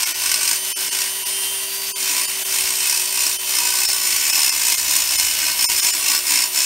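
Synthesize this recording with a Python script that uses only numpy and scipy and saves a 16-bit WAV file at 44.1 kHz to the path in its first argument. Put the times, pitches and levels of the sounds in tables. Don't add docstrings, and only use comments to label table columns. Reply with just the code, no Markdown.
import sys
import numpy as np
from scipy import signal
from scipy.fft import rfft, irfft
from scipy.io import wavfile
from scipy.ndimage import uniform_filter1d

SR = 44100
rng = np.random.default_rng(int(sys.argv[2]) if len(sys.argv) > 2 else 0)


def digitize_waveform(pressure):
    field = np.atleast_2d(pressure).T
    bounded = np.clip(field, -1, 1)
    quanta = np.round(bounded * 32767).astype(np.int16)
    wavfile.write(sys.argv[1], SR, quanta)


def gain_from_db(level_db):
    decades = np.asarray(level_db, float) / 20
    return 10 ** decades


N = 293265
TIME = np.arange(N) / SR
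HZ = np.fft.rfftfreq(N, 1 / SR)

BARS, SLOTS, TORQUE_HZ = 24, 8, 100.2
# tones_per_turn, level_db, rise_db_per_percent_of_speed
MAIN_TONES = [
    (24, -33, .6),
    (16, -42, 1),
    (12, -44.5, 1),
    (8, -40.5, 0),
    (1, -49.5, 1.5),
]
# tones_per_turn, level_db (against the whine)
WEAK_TONES = [(5, -16), (7, -16), (7.25, -14), (9, -16), (15, -14), (20, -17), (23, -14), (25, -13),
              (36, -15)]
# pitch_hz, level_db
MAINS_HUM = [(100, -75.5), (199.5, -61), (300, -59)]
# time_s, length_s, tones_per_turn (0 = side tones), change_db
GRIP_SHIFTS = [(0, .4, 24, -9), (1.42, .3, 24, 3), (1.85, .35, 24, -4), (.3, .7, 16, 5),
               (1.45, .2, 16, -12), (3.4, .2, 16, -7), (4.9, .9, 16, 5), (5.8, .5, 16, -6), (.2, .6, 12, 4),
               (1.8, .36, 12, 7), (3, .2, 12, 6), (3.7, .4, 12, 3), (4.8, .8, 12, -4), (5.85, .6, 12, 4),
               (1.47, .42, 8, 7), (1.8, .25, 8, -14), (3.3, 1.4, 8, 2), (4.8, .5, 8, -4), (6.1, .9, 8, -7),
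               (0, .3, 1, -4), (5, 1.1, 1, -6), (.2, .2, 0, 8), (.98, .7, 0, 11), (2.4, .3, 0, 6),
               (5.3, .4, 0, 6), (5.35, .45, 8, 5), (1.65, .9, 7.25, 5), (5.1, 1.5, 7.25, 4),
               (1.4, .3, 12, -3), (6, 1.2, 24, 2)]
# time_s, whine_hz
FREE_SPEED = [(0.0, 9550), (0.13, 9483), (0.5, 9606), (0.69, 9658), (1.3, 9626), (1.35, 9692), (2.28, 9553),
              (2.5, 9656), (2.95, 9545), (3.11, 9629), (4.16, 9575), (4.49, 9540), (4.64, 9681),
              (4.94, 9642), (5.35, 9605), (5.48, 9377), (5.67, 9701), (6.65, 9572)]

# pitch_hz, level_db (per Hz)
FAN_COLOUR = [(25, -23), (70, -17), (140, -22), (520, -32), (650, -12), (1300, -10), (2600, -3), (4500, -3),
              (8500, -4), (10400, -5), (11500, -1.5), (15500, -5.5)]
# pitch_hz, width_hz, level_db
CASE_HUM = [(191.4, 14, -70.5), (436.4, 18, -56), (616, 26, -50.5), (987, 72, -45.5), (1937, 140, -54),
            (2800, 130, -54)]
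# time_s, length_s, rise_db
ROCKS = [
    (.2, .5, 6),
    (.98, .15, 8),
    (2.66, .25, 10),
    (3.15, .2, 7),
    (4.1, 1.5, 6),
    (5.15, 0.89, 13.5),
    (5.72, .2, 10),
    (6.1, .6, 7),
]

# centre_s, peak_db, length_s, low_ring_db (extra as the bit's side bites)
PUSHES = [(0.04, -20.0, 0.092, 1.8), (0.125, -25.8, 0.099, 3.1), (0.314, -19.9, 0.215, 1.2),
          (0.44, -21.3, 0.07, 0.0), (0.509, -18.8, 0.097, -0.1), (0.78, -25.0, 0.427, 0.6),
          (0.983, -22.4, 0.199, 0.9), (1.32, -27.6, 0.35, 0.9), (1.593, -29.7, 0.6, 0.7),
          (1.92, -31.0, 0.491, 0.8), (2.145, -22.2, 0.275, 1.4), (2.39, -26.7, 0.6, 1.1),
          (2.574, -20.9, 0.122, 0.1), (2.692, -23.2, 0.089, 0.5), (2.903, -20.3, 0.312, -0.9),
          (3.235, -19.9, 0.217, -0.6), (3.593, -20.6, 0.259, -0.1), (3.87, -20.2, 0.247, 0.0),
          (4.121, -18.4, 0.164, 0.0), (4.332, -17.5, 0.243, 0.8), (4.48, -20.4, 0.135, 1.0),
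          (4.701, -16.5, 0.227, -0.8), (4.955, -17.2, 0.144, 0.1), (5.198, -17.2, 0.225, -0.0),
          (5.45, -20.9, 0.179, 2.8), (5.667, -16.0, 0.107, 0.4), (5.858, -17.0, 0.202, -0.1),
          (6.109, -18.0, 0.143, 1.4), (6.36, -17.5, 0.159, 1.2), (6.605, -17.3, 0.106, -0.3)]
MOVES_S = [
    1.5,
    3.5,
]
BOUNCE_HZ = [
    51.92,
    60,
    62.9,
]
# time_s, level_db (above the rasp around it)
KNOCKS = [(0.0326, 4.8), (0.2385, 5.1), (0.2609, 4.1), (0.2963, 3.9), (0.3172, 6.8), (0.3428, 6.2),
          (0.4326, 4.4), (0.4773, 4.6), (0.514, 5.8), (0.5327, 3.9), (0.6503, 6.1), (1.019, 4.7),
          (2.5868, 3.8), (2.8309, 3.9), (2.8983, 5.0), (2.9754, 4.6), (3.2669, 4.4), (3.89, 4.0),
          (4.2788, 3.8), (4.2995, 4.7), (4.3568, 4.0), (4.5069, 3.9), (4.9373, 3.8), (4.9653, 5.2),
          (5.158, 3.9), (5.1984, 4.5), (5.6264, 4.1), (5.7179, 5.1), (5.8485, 3.8), (6.1175, 3.7)]
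# pitch_hz, level_db (per Hz)
CHIP_COLOUR = [(200, -29.5), (520, -25), (900, -22.5), (1300, -18.5), (2500, -4), (3500, -9.5),
               (5300, -3.5), (6600, -2), (9000, -4), (10400, -8.5), (11800, -9.5), (15500, -12)]
PART_HZ = [301, 990, 1125, 1520, 2174, 2595, 3640, 4220, 4371, 4565, 5146, 5285, 5706, 6060, 7050, 7850,
           8400, 8505, 8700, 9050, 11412, 12050, 13460, 13600, 14384, 14900]
# width_hz, first_spot_db, second_spot_db, third_spot_db
PART_RINGS = [(29, -15.5, -19.5, -18), (50, -8, -10, -10.5), (47.8, -12.5, -13.5, -12),
              (72, -8.5, -15.5, -15), (34, -9.5, -12.5, -12), (110, -14, -8.5, -13), (30, -28, -25, -22),
              (34.3, -10, -11, -13), (39, -29, -17, -14.5), (60, -15, -12, -36), (60, -0.5, -16, -16),
              (230, -7, -5, -1.5), (115, -8, -7, -11), (90, -6.5, -9, -10), (121, -17.5, -5, -2),
              (79.6, -28, -9, -7), (130, -12, -5, -19), (50, 1, -20, -24), (150, -14, -10, -7),
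              (200, -6.5, -7, -7), (70, -9, -10, -16), (50, -15, -15.5, -10), (50, -26, -19, -26),
              (80, -26, -11, -23), (55, -24, -18, -5), (150, -25, -17, -19.5)]
# pitch_hz, width_hz, change_db
ECHO_DIPS = [(514, 59, -5), (1273, 54, -2), (10350, 290, -3), (14120, 300, -1.5)]

THIN_SLICES = [0, 4, 32, 33, 40, 56, 88, 89, 104, 112, 156, 179, 200, 209, 221, 240, 263, 264, 270, 275]
SLICE_S, FIRST_SLICE_S = 1024 / 48000, .0515


def level(x, db):
    return x * gain_from_db(db) / np.sqrt(np.mean(x ** 2))


def colour(x, points):
    hz, db = np.transpose(points)
    return irfft(rfft(x) * gain_from_db(np.interp(np.log(HZ + 1), np.log(hz), db)), N)


def ring(x, modes):
    gain = sum(gain_from_db(db) * 1j * w * HZ / (f ** 2 - HZ ** 2 + 1j * w * HZ) for f, w, db in modes)
    return irfft(rfft(x) * gain, N)


def walk(rate):
    hold = int(SR / rate)
    steps = np.repeat(rng.standard_normal(N // hold + 1), hold)
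    return 1.3 * uniform_filter1d(uniform_filter1d(steps, hold), hold)[:N]


def swells(rows):
    slow = TIME[::100]
    bumps = (size * np.exp(-(2 * (slow - s) / length) ** 2) for s, length, size in rows)
    return np.interp(TIME, slow, sum(bumps, 0 * slow))


def push():
    resting_db = -31
    power = gain_from_db(resting_db) ** 2 + swells((s, length, gain_from_db(db) ** 2) for s, db, length, _ in PUSHES)
    side_bite = swells((s, length, gain_from_db(db) ** 2 * extra) for s, db, length, extra in PUSHES)
    return np.sqrt(power), side_bite / power


def speed(load):
    sag_hz, sag_at_db, rotor_lag_s = 524, -20, .4
    keep = np.exp(-1 / (rotor_lag_s * SR))
    felt = signal.lfilter([1 - keep], [1, -keep], load - load[0]) + load[0]
    s, free_hz = np.transpose(FREE_SPEED)
    free = uniform_filter1d(np.interp(TIME, s, free_hz), size=2500)
    return free - sag_hz * felt / gain_from_db(sag_at_db)


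def grip(order):
    return swells((s, length, db) for s, length, k, db in GRIP_SHIFTS if k == order)


def motor(turn, whine_hz):
    usual_hz, side_tone_db = 9170, -48
    torque = 2 * np.pi * TORQUE_HZ * TIME
    faster = 100 * (whine_hz / usual_hz - 1)
    tones = [(k, db + rise * faster + grip(k)) for k, db, rise in MAIN_TONES]
    whine_db = tones[0][1]
    tones += [(k, whine_db + db + grip(k)) for k, db in WEAK_TONES]
    out = np.zeros(N)
    for hz, db in MAINS_HUM:
        out += gain_from_db(db + 2.1 * walk(15)) * np.sin(2 * np.pi * hz * TIME + 0.37 * walk(9.8))
    for k, db in tones:
        loose = min(k / SLOTS, 1)
        wobble = (0.18 * walk(60) + 0.14 * np.sin(torque + k)) * loose
        out += gain_from_db(db + (1.2 + 0.9 * loose) * walk(25)) * np.sin(k * turn + wobble)
    for n, db in ((1, 0), (2, -7)):
        side_db = side_tone_db + grip(0) + db + 1.5 * walk(9)
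        out += gain_from_db(side_db) * np.sin(SLOTS * turn - n * torque)
    return gain_from_db(4) * out


def fan(turn):
    fan_db, bench_db = -26, -63.5
    air = rng.standard_normal(N) * (1 + 0.37 * np.sin(turn)) * gain_from_db(1.7 * walk(40))
    case = sum(level(ring(rng.standard_normal(N), [(f, w, 0)]), db) for f, w, db in CASE_HUM)
    bench_mode = [(65.0, 40, 0)]
    bench = ring(ring(rng.standard_normal(N), bench_mode), bench_mode)
    rumble = gain_from_db(bench_db + swells(ROCKS)) * level(bench, -0.95)
    return level(colour(air, FAN_COLOUR), fan_db) + case + rumble


def spots():
    moved = [np.clip((TIME - s) / .4, 0, 1) for s in MOVES_S]
    return [1 - moved[0], moved[0] - moved[1], moved[1]]


def contact(turn, load):
    bounce_db, knock = 7.5, 1.9
    rate = sum(hz * on for hz, on in zip(BOUNCE_HZ, spots()))
    phase = np.cumsum(rate * (1 + .13 * walk(30))) / SR
    size = rng.uniform(0.69, 1, N // 300)[phase.astype(int)]
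    force_db = bounce_db * load * size * np.sin(np.pi * phase) ** 4
    for s, db in KNOCKS:
        near = slice(int((s - .009) * SR), int((s + 0.0097) * SR))
        age = TIME[near] - s + 0.00032
        width_s = np.where(age < 0, .0016, .0026)
        force_db[near] = knock * db * np.exp(-.5 * (age / width_s) ** 2)
    force = gain_from_db(uniform_filter1d(force_db, size=20))
    force = force / np.sqrt(uniform_filter1d(force ** 2, size=4000))
    return force * (1 + .15 * np.sin(turn)) * (1 + .1 * np.sin(2 * np.pi * TORQUE_HZ * TIME))


def ringing_part(blows):
    sharpest = 50
    out = np.zeros(N)
    for k, on in enumerate(spots()):
        modes = [(f, max(row[0], min(f, 6000) / sharpest), row[k + 1]) for f, row in zip(PART_HZ, PART_RINGS)]
        out += np.sqrt(on) * gain_from_db(2.0 * walk(7.6)) * level(ring(blows, modes), -7.0)
    return out


def cut_share(db, air_db):
    return np.sqrt(np.maximum(gain_from_db(db) ** 2 - gain_from_db(air_db) ** 2, gain_from_db(db) ** 2 / 20))


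def near_echoes(dry):
    fade_s, changes_hz = 0.05, 5
    age = TIME[:8000]
    tails = rng.standard_normal((10, 8000)) * np.exp(-np.log(1000) * age / fade_s) * (age > .002)
    mix = np.array([walk(changes_hz) for _ in tails])
    mix = mix / np.sqrt(np.sum(mix ** 2, axis=0))
    out = np.zeros(N)
    for on, tail in zip(mix, tails):
        out += signal.oaconvolve(dry * on, tail / np.sqrt(np.sum(tail ** 2)))[:N]
    return gain_from_db(-5.5) * out


def grinding(turn, load, side_db):
    heard_db = 20 * np.log10(load) - 2.5
    body_db = side_db - 27.5 + .78 * (heard_db + 22)
    hiss_db = -26 + 1 * (heard_db + 21.5)
    grit_db = np.minimum(2 * rng.exponential(size=N), 9)
    force = contact(turn, np.clip((heard_db + 31) / 6, .3, 1))
    chips = force * rng.standard_normal(N) * gain_from_db(grit_db)
    blows = chips * force ** .7
    metal = rfft(ringing_part(blows) + level(colour(chips, CHIP_COLOUR), -4.5))
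    body = irfft(metal / (1 + (HZ / 3700) ** 6), N)
    hiss = irfft(metal / (1 + (9800 / (HZ + 1)) ** 12), N)
    middle = irfft(metal, N) - body - hiss
    dry = cut_share(heard_db, -29.5) * level(middle, 0.67)
    dry += cut_share(body_db, -32) * level(body, 0.12)
    dry += cut_share(hiss_db, -38.5) * level(hiss, 0.11)
    return dry + near_echoes(dry)


def scene():
    load, side_db = push()
    whine_hz = speed(load)
    turn = 2 * np.pi * np.cumsum(whine_hz / BARS) / SR
    dips_db = sum(db * np.exp(-.5 * ((HZ - hz) / width) ** 2) for hz, width, db in ECHO_DIPS)
    noise = fan(turn) + grinding(turn, load, side_db)
    noisy = irfft(rfft(noise) * gain_from_db(dips_db), N)
    return np.tile(motor(turn, whine_hz) + noisy, (2, 1))


def thin_out(x, count=10):
    m = int(round(SLICE_S * SR))
    n = np.arange(2 * m) + .5
    waves = np.cos(np.pi / m * np.outer(np.arange(m) + .5, n + m / 2))
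    basis = np.sqrt(2 / m) * np.sin(np.pi * n / (2 * m)) * waves
    out = x.copy()
    for k in THIN_SLICES:
        start = int(FIRST_SLICE_S * SR) + (k - 1) * m
        lines = basis @ x[start:start + 2 * m]
        over = np.abs(lines) / (uniform_filter1d(lines ** 2, size=121) ** .32 + 1e-4)
        lost = lines * (over < np.sort(over)[-count])
        out[start:start + 2 * m] -= (1 - gain_from_db(-40)) * lost @ basis
    return out


def band_limit(x):
    return signal.sosfilt(signal.butter(12, 17070, fs=SR, output="sos"), x)


def record(dry):
    top_hz = 15750
    soft = irfft(rfft(np.tanh(dry[0])) * (HZ < top_hz), N)
    mix = np.tile(thin_out(soft), (2, 1))
    return band_limit(mix)


dry = scene()
out = record(dry)
digitize_waveform(out)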